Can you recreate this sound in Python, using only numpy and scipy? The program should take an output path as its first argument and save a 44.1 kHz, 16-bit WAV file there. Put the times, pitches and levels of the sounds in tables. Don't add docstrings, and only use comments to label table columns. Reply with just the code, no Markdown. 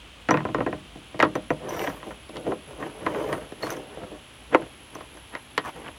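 import sys
import numpy as np
from scipy import signal
from scipy.fft import rfft, irfft
from scipy.io import wavfile
from scipy.ndimage import uniform_filter1d

SR = 44100
rng = np.random.default_rng(int(sys.argv[2]) if len(sys.argv) > 2 else 0)


def bounce(signal):
    frames = np.transpose(np.atleast_2d(signal))
    limited = np.clip(frames, -1, 1)
    pcm = np.round(limited * 32767).astype(np.int16)
    wavfile.write(sys.argv[1], SR, pcm)


N = 263718
TIME = np.arange(N) / SR
RING_TIME = TIME[:SR // 4]

# (frequency [Hz], relative density [dB])
AIR_SPECTRUM = [(20, -55), (31, -26), (42, -8), (60, -1), (80, -5.5), (139, -6.5), (173, -12), (249, -8),
                (435, -13), (750, -14), (1120, -14.5), (1780, -17.5), (3110, -14), (4940, -28),
                (10000, -31.5), (12000, -42.5), (16000, -40)]
# (centre [Hz], bandwidth [Hz], start level [dB], end level [dB])
DRONE_BANDS = [(53.5, 10.3, -51.5, -64), (2920, 890, -55.5, -60)]
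# (time [s], level [dB], pitch [Hz])
TRILL_COURSE = [(0, -70.5, 10840), (1.2, -62.5, 10810), (2.5, -58, 10880), (3.4, -58, 10970),
                (4.3, -62, 10930), (5.3, -57.5, 11000), (5.98, -59.5, 11030)]
STEEL_MODES = { "bolt head": [(5600, -9, 0.023), (5910, -5.5, .055), (5830, -6, 0.03), (6400, -13, .03),
               (7600, -31, 0.2), (12080, -32, .06), (14707, -36, 0.4)], "bolt": [(6010, -1, 0.041),
               (8760, -19, 0.08), (12200, -17, 0.057), (14000, -20, .07)], "nut": [(5950, -18, .05),
               (8629, -14, 0.31), (10350, 0, 0.1), (13940, -20, .2)], "long bolt": [(4320, -1, 0.12),
               (6045, -19, 0.064), (14010, -19, .1)], "washer": [(5440, -10, .04), (5700, -4, 0.023),
               (6050, 2, 0.03), (6300, -6.5, 0.049), (9500, -10, 0.055), (11220, -3, 0.025),
               (13980, -10, .05)], "thread": [(5640, -1, .02), (5850, -3, 0.062), (9000, -11, .025),
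               (12100, -9, .06)], "burr": [(14000, 0, .06), (14100, -1, 0.023)], "rim": [(8629, -2, .25),
               (13950, 1, .25)], }
# (start [s], end [s], level [dB], piece)
STEEL_SLIDES = [(1.686, 1.905, -50.5, "thread"), (1.758, 1.844, -51, "burr"), (1.847, 2.0, -62, "burr"),
                (3.157, 3.41, -63, "rim")]
# (time [s], gain [dB], piece)
STEEL_HITS = [(0.3081, -24, "bolt head"), (1.225, -36, "bolt head"), (1.354, -35, "bolt"),
              (1.504, -41.5, "bolt"), (1.692, -29, "bolt"), (3.327, -40, "nut"),
              (3.626, -30.5, "long bolt"), (3.704, -32.5, "washer"), (3.725, -42, "washer"),
              (3.766, -47, "washer"), (4.951, -43, "washer"), (5.171, -57, "washer")]
# (frequency [Hz], relative level [dB], t60 [s])
BOARD_MODES = [(108, -12, 0.27), (123, -8, 0.14), (149.2, -5, 0.37), (186.8, -7, 0.38), (220.8, -8, 0.14),
               (283.9, 0, 0.17), (311.4, 1, 0.23), (340.3, -1, 0.1), (426, -2, 0.096), (502.5, -1.5, 0.12),
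               (577.4, -6, 0.07), (617.7, -2.5, 0.21), (686, -3.5, 0.07), (769, -6, 0.087), (901, -5, 0.11),
               (962, -7.5, 0.073), (1027.4, -0.5, 0.075), (1104, -4, 0.043), (1215, -9, 0.055),
               (1302, -7, 0.044), (1373, -10.5, 0.067), (1517, -11, 0.037), (1660, -11, 0.046),
               (1863, -7, 0.036), (1886, -12.5, 0.14), (2054, -11, 0.033), (2430, -22, 0.059),
               (2504, -16, 0.022), (2910, -13, 0.034), (3790, -22.5, 0.064)]
# (frequency [Hz], relative density [dB], t60 [s])
DENSE_MODES = [(101, -10.5, 1), (300, 0, 0.22), (720, -5, 0.11), (1210, -5, 0.1), (2020, -11.5, 0.065),
               (3030, -18, 0.075), (5000, -30.5, 0.023), (9100, -40.5, 0.013), (15000, -60, .03)]
REGISTER_EDGES = [80, 280, 800, 2800, 16000]
# (start [s], attack [s], hold [s], release [s], rumble gain [dB], rasp gain [dB], grit gain [dB])
PUSHES = [(1.562, 0.086, 0.035, .05, -35.5, -46.5, -72), (1.666, 0.024, .06, .08, -38, -39.5, -52.5),
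          (1.746, 0.066, 0.022, 0.17, -33.5, -34.5, -48), (2.019, 0.053, 0.048, 0.042, -43.5, -69, -60),
          (2.317, 0.035, 0.053, 0.035, -40, -52, -61), (2.442, 0.04, 0.016, 0.077, -25.5, -47, -57),
          (2.67, 0.025, 0.036, 0.085, -43.5, -50, -61), (2.761, 0.046, 0.066, 0.081, -38.5, -43, -60),
          (2.958, 0.076, .1, 0.03, -35.5, -41, -57), (3.121, 0.042, 0.18, 0.13, -30.5, -37.5, -54.5),
          (3.602, 0.036, 0.097, 0.03, -37, -38, -48), (3.737, 0.026, 0.012, 0.097, -34, -42, -55),
          (3.872, 0.062, 0.018, 0.07, -47.5, -49, -74), (3.996, 0.031, 0.012, 0.057, -37, -47, -75),
          (4.086, 0.038, .015, 0.047, -39.5, -51, -75), (4.52, .028, 0.0036, .012, -25, -28, -66),
          (4.562, 0.012, .06, 0.049, -35, -44, -66), (4.905, 0.026, 0.1, 0.045, -51.5, -51, -66),
          (5.13, 0.024, .01, 0.041, -46.5, -63, -74), (5.322, 0.018, 0.013, .04, -46, -37, -70),
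          (5.628, 0.024, 0.041, 0.015, -51, -33.5, -52), (5.721, .04, 0.018, 0.087, -42.5, -47, -61),
          (5.806, 0.059, .02, 0.016, -49, -39.5, -67)]
# (frequency [Hz], relative gain [dB])
RUMBLE_FILTER = [(90, -2.5), (150, -0.5), (300, -2.5), (400, 5), (600, 2.5), (800, -8.5), (1200, -24)]
RASP_FILTER = [(500, -12.5), (850, 3), (1400, 2), (2100, 3), (3000, 2.5), (5000, -6.5)]
GRIT_FILTER = [(2500, 3), (4000, -1), (6000, 3.5), (8000, -4), (10000, 0.5), (13000, -7.5), (16000, -9)]
# (time [s], extra decay [dB/s])
HAND_DAMPING = [(0.3, -12), (1.2, 0), (1.5, 79), (2.1, 60), (3.06, 150), (3.7, 63), (4.55, 354), (5.0, 100),
                (5.6, 120)]
# (time [s], thud level [dB], clack above thud [dB], tick above clack [dB], favoured pitch [Hz])
IMPACTS = [(0.287, -22, -2, -20, 1670), (0.29, -20, -2, -25, 334), (0.3082, -17.5, 0.5, -22, 990),
           (0.341, -20, -1, -33, 504), (0.372, -29.5, 3.5, -21, 1890), (0.4046, -34, 1.5, -33, 1020),
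           (0.451, -24.5, -3, -26, 1040), (0.488, -30, -7.5, -29, 310), (0.545, -22, -0.5, -24, 1250),
           (0.5837, -26.5, -6.5, -28, 550), (0.6049, -22.5, -4.5, -34, 990), (0.663, -22.5, -4, -24, 1700),
           (0.727, -29, -2.5, -32, 1760), (0.955, -39.5, -16, -3, 300), (1.143, -34, -8.5, -18, 330),
           (1.1919, -26.5, -8, -7, 1890), (1.2005, -20.5, 4, -15.5, 1900), (1.226, -14, 1.5, -19, 1310),
           (1.249, -29, 4.5, -20, 1140), (1.3531, -22, -5, -15, 557), (1.504, -18.5, -5, -31, 526),
           (1.793, -33.5, -2, -1, 2500), (1.874, -29, 2.5, -32, 1730), (2.029, -42, 5, -20, 1080),
           (2.069, -34.5, -15, -4, 360), (2.107, -39, 0, -22, 500.5), (2.292, -40, -6, -5, 340),
           (2.358, -44.5, 4, -11, 2060), (2.368, -34.5, -7, 2, 345), (2.466, -28, -19, -18, 400),
           (2.519, -27.5, -3, -37, 1080), (2.825, -32.5, 0.5, -29, 2000), (3.064, -22, 1.5, -25, 1050),
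           (3.146, -30.5, -2, -24, 600), (3.327, -26.5, -1, -11.5, 710), (3.521, -33.5, -13, -9, 415),
           (3.631, -28, -3, -15, 430), (3.668, -38, 7, -15, 1140), (3.704, -41.5, 6.5, -8.5, 1350),
           (3.972, -35.5, -12, -18, 440), (4.526, -32.5, -3, -24, 840), (4.5463, -11.5, -2, -23, 443),
           (4.953, -37.5, 0, -16, 1070), (5.007, -43, 3.5, -16, 1110), (5.171, -52, 6, -13, 1580),
           (5.351, -36, 6.5, -14, 1960), (5.5773, -24.5, 5.5, -8, 2030), (5.885, -40.5, 1, -21, 950)]


def from_db(db):
    return 10 ** (np.asarray(db) / 20)


def rms_one(x):
    return x / np.sqrt(np.mean(x ** 2) + 1e-20)


def steady(x, size=3000):
    return x / np.sqrt(np.abs(uniform_filter1d(x ** 2, size=size)) + 1e-12)


def at_hz(table, hz, column=1):
    table = np.array(table)
    return np.interp(np.log(np.maximum(hz, 1)), np.log(table[:, 0]), table[:, column])


def colour(x, spectrum):
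    gain = from_db(at_hz(spectrum, np.fft.rfftfreq(N, 1 / SR)))
    return rms_one(irfft(rfft(x) * gain, N))


def butterworth(x, hz, kind, order=2):
    return signal.sosfilt(signal.butter(order, hz, kind, fs=SR, output="sos"), x)


def drift(per_s):
    knots = rng.standard_normal(4096)
    return np.interp(TIME * per_s, np.arange(len(knots)), knots)


def add(out, start_s, sound):
    start = max(round(start_s * SR), 0)
    out[start:start + len(sound)] += sound[:N - start]


def outdoors(air_db=-48.5):
    out = from_db(air_db) * colour(rng.standard_normal(N), AIR_SPECTRUM)
    for hz, width, start_db, end_db in DRONE_BANDS:
        drone = butterworth(rng.standard_normal(N + SR), [hz - width / 2, hz + width / 2], "band")
        out += rms_one(drone[SR:]) * np.linspace(from_db(start_db), from_db(end_db), N)
    return out


def insect(width_hz=264, wingbeat_hz=71, depth=0.26):
    times, db, hz = np.transpose(TRILL_COURSE)
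    phase = 2 * np.pi * np.cumsum(np.interp(TIME, times, hz)) / SR
    in_phase, quadrature = butterworth(rng.standard_normal((2, N)), width_hz / 2, "low")
    buzz = in_phase * np.cos(phase) + quadrature * np.sin(phase)
    throb = 1 + depth * np.sin(2 * np.pi * wingbeat_hz * TIME + drift(5))
    return from_db(np.interp(TIME, times, db)) * rms_one(throb * buzz)


def steel_ring(piece, spread_db=2.0):
    out = np.zeros(len(RING_TIME))
    for hz, db, t60 in STEEL_MODES[piece]:
        strength = from_db(db + rng.normal(0, spread_db))
        out += strength * np.sin(2 * np.pi * hz * RING_TIME) * from_db(-60 * RING_TIME / t60)
    return out


def singing():
    out = np.zeros(N)
    for start, end, db, piece in STEEL_SLIDES:
        friction = rng.standard_normal(SR)
        tone = steady(signal.oaconvolve(friction, steel_ring(piece), mode="valid"), size=1500)
        tone = tone[:round((end - start) * SR)]
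        add(out, start, from_db(db) * tone * np.hanning(len(tone)) ** 0.17)
    return out


def clinks():
    out = np.zeros(N)
    for time, db, piece in STEEL_HITS:
        add(out, time, from_db(db) * steel_ring(piece))
    return out


def mode_envelope(t60, slowness):
    delay_s, rise_s = 0.00076 * slowness, 0.00037 * slowness
    age = np.maximum(RING_TIME - delay_s, 0)
    return (1 - np.exp(-age / rise_s)) * from_db(-60 * age / t60)


def board_partials(places, dense_db, crack_db):
    pitches, waves = [], []
    for hz, db, t60 in BOARD_MODES:
        slowness = np.sqrt(1000 / hz)
        strength = rng.choice([-1, 1], (places, 1)) * from_db(db + rng.normal(0, 2.23, (places, 1)))
        sine = np.sin(2 * np.pi * hz * (RING_TIME - 0.00076 * slowness))
        pitches.append(hz)
        waves.append(np.float32(strength * rms_one(sine * mode_envelope(t60, slowness))))
    edges = np.geomspace(REGISTER_EDGES[0], REGISTER_EDGES[-1], 22)
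    for low, high in zip(edges, edges[1:]):
        hz = np.sqrt(low * high)
        slowness = np.sqrt(1000 / hz)
        t60 = at_hz(DENSE_MODES, hz, column=2)
        crack = from_db(crack_db) * mode_envelope(0.009 * slowness, slowness)
        tail = from_db(-6) * mode_envelope(2.1 * t60, slowness)
        noise = butterworth(rng.standard_normal(2 * SR), [low, high], "band")
        wave = np.array([noise[i:i + len(RING_TIME)] for i in rng.integers(SR // 10, SR, places)])
        wave *= crack + mode_envelope(t60, slowness) + tail
        gain = from_db(dense_db + at_hz(DENSE_MODES, hz)) * np.sqrt((high - low) / 100)
        pitches.append(hz)
        waves.append(np.float32(gain * wave / wave.std(axis=1, keepdims=True)))
    return np.array(pitches), np.array(waves)


def grains(per_s=1100, spread_db=4.0, judder_db=3.5, judders_per_s=110):
    sizes = from_db(spread_db * np.minimum(rng.exponential(1, N), 4)) * rng.choice([-1, 1], N)
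    caught = rng.random(N) < per_s / SR
    return sizes * caught * from_db(judder_db * drift(judders_per_s))


def sliding_contact(catches, places=7, dwell_s=0.035):
    _, waves = board_partials(places, dense_db=3.5, crack_db=20.0)
    place = rng.integers(0, places, 2048)[(TIME / dwell_s).astype(int)]
    return sum(signal.oaconvolve(catches * (place == k), response)[:N]
               for k, response in enumerate(waves.sum(axis=0)))


def push_pressure(start, attack, hold, release, swing_db=17):
    rise = np.minimum(TIME - start - attack, 0) / attack
    fall = np.maximum(TIME - start - attack - hold, 0) / release
    return from_db(np.maximum(swing_db * (rise - fall), -120))


def dragging(wobble_db=1.5, wobbles_per_s=30):
    pressure = np.array([push_pressure(*push[:4]) for push in PUSHES])
    wobble = from_db(wobble_db * drift(wobbles_per_s))
    rumble_gain, rasp_gain, grit_gain = from_db([push[4:] for push in PUSHES]).T @ pressure * wobble
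    catches = grains()
    board = sliding_contact(catches)
    contact = rms_one(catches) + 0.98 * rng.standard_normal(N)
    rumble = rumble_gain * steady(colour(board, RUMBLE_FILTER), size=1200)
    rasp = from_db(-2) * rasp_gain * steady(colour(board, RASP_FILTER), size=1400)
    grit = grit_gain * steady(colour(contact, GRIT_FILTER))
    return rumble + rasp + grit


def landings(heavy_db=-21.5, rebound_s=0.0073, loss_db=9.5):
    gaps = rebound_s * rng.uniform(0.8, 1.2, len(IMPACTS))
    rebounds = [(time + gap, db - loss_db, *timbre)
                for (time, db, *timbre), gap in zip(IMPACTS, gaps) if db > heavy_db]
    return IMPACTS + rebounds


def boom_level(thud_db, grip, favoured_hz, ceiling_db=-28.5, small_hz=700, loss_db_per_octave=4.5):
    octaves_above = max(np.log2(favoured_hz / small_hz), 0)
    return min(thud_db - 4.5, ceiling_db) - 0.038 * grip - loss_db_per_octave * octaves_above


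def knocks(favour_db=6.0, favour_octaves=0.18):
    blows = landings()
    pitches, waves = board_partials(len(blows), dense_db=-2.5, crack_db=16.5)
    register = np.digitize(pitches, REGISTER_EDGES[1:-1])
    out = np.zeros(N)
    for i, (time, thud_db, hardness_db, edge_db, favoured_hz) in enumerate(blows):
        grip = np.interp(time, *np.transpose(HAND_DAMPING))
        damping = from_db(-grip * RING_TIME)
        emphasis = from_db(favour_db * np.exp(-(np.log2(pitches / favoured_hz) / favour_octaves) ** 2))
        clack_db = thud_db + hardness_db
        levels = [boom_level(thud_db, grip, favoured_hz), thud_db, clack_db, clack_db + edge_db]
        for k, db in enumerate(levels):
            ring = damping * (emphasis[register == k] @ waves[register == k, i])
            ring = butterworth(ring + 1e-18, 0.9 * REGISTER_EDGES[k], "high")
            peak_rms = np.sqrt(uniform_filter1d(ring ** 2, size=353, mode="constant").max())
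            add(out, time, from_db(db) * ring / peak_rms)
    return out


def scene():
    return (knocks() + clinks() + dragging() + singing() + outdoors() + insect())[None]


def record(dry, bass_hz=40, cutoff_hz=16000):
    thin = butterworth(dry, bass_hz, "high", order=4)
    return signal.sosfilt(signal.ellip(10, 0.2, 80, cutoff_hz, fs=SR, output="sos"), thin)


dry = scene()
out = record(dry)
bounce(out)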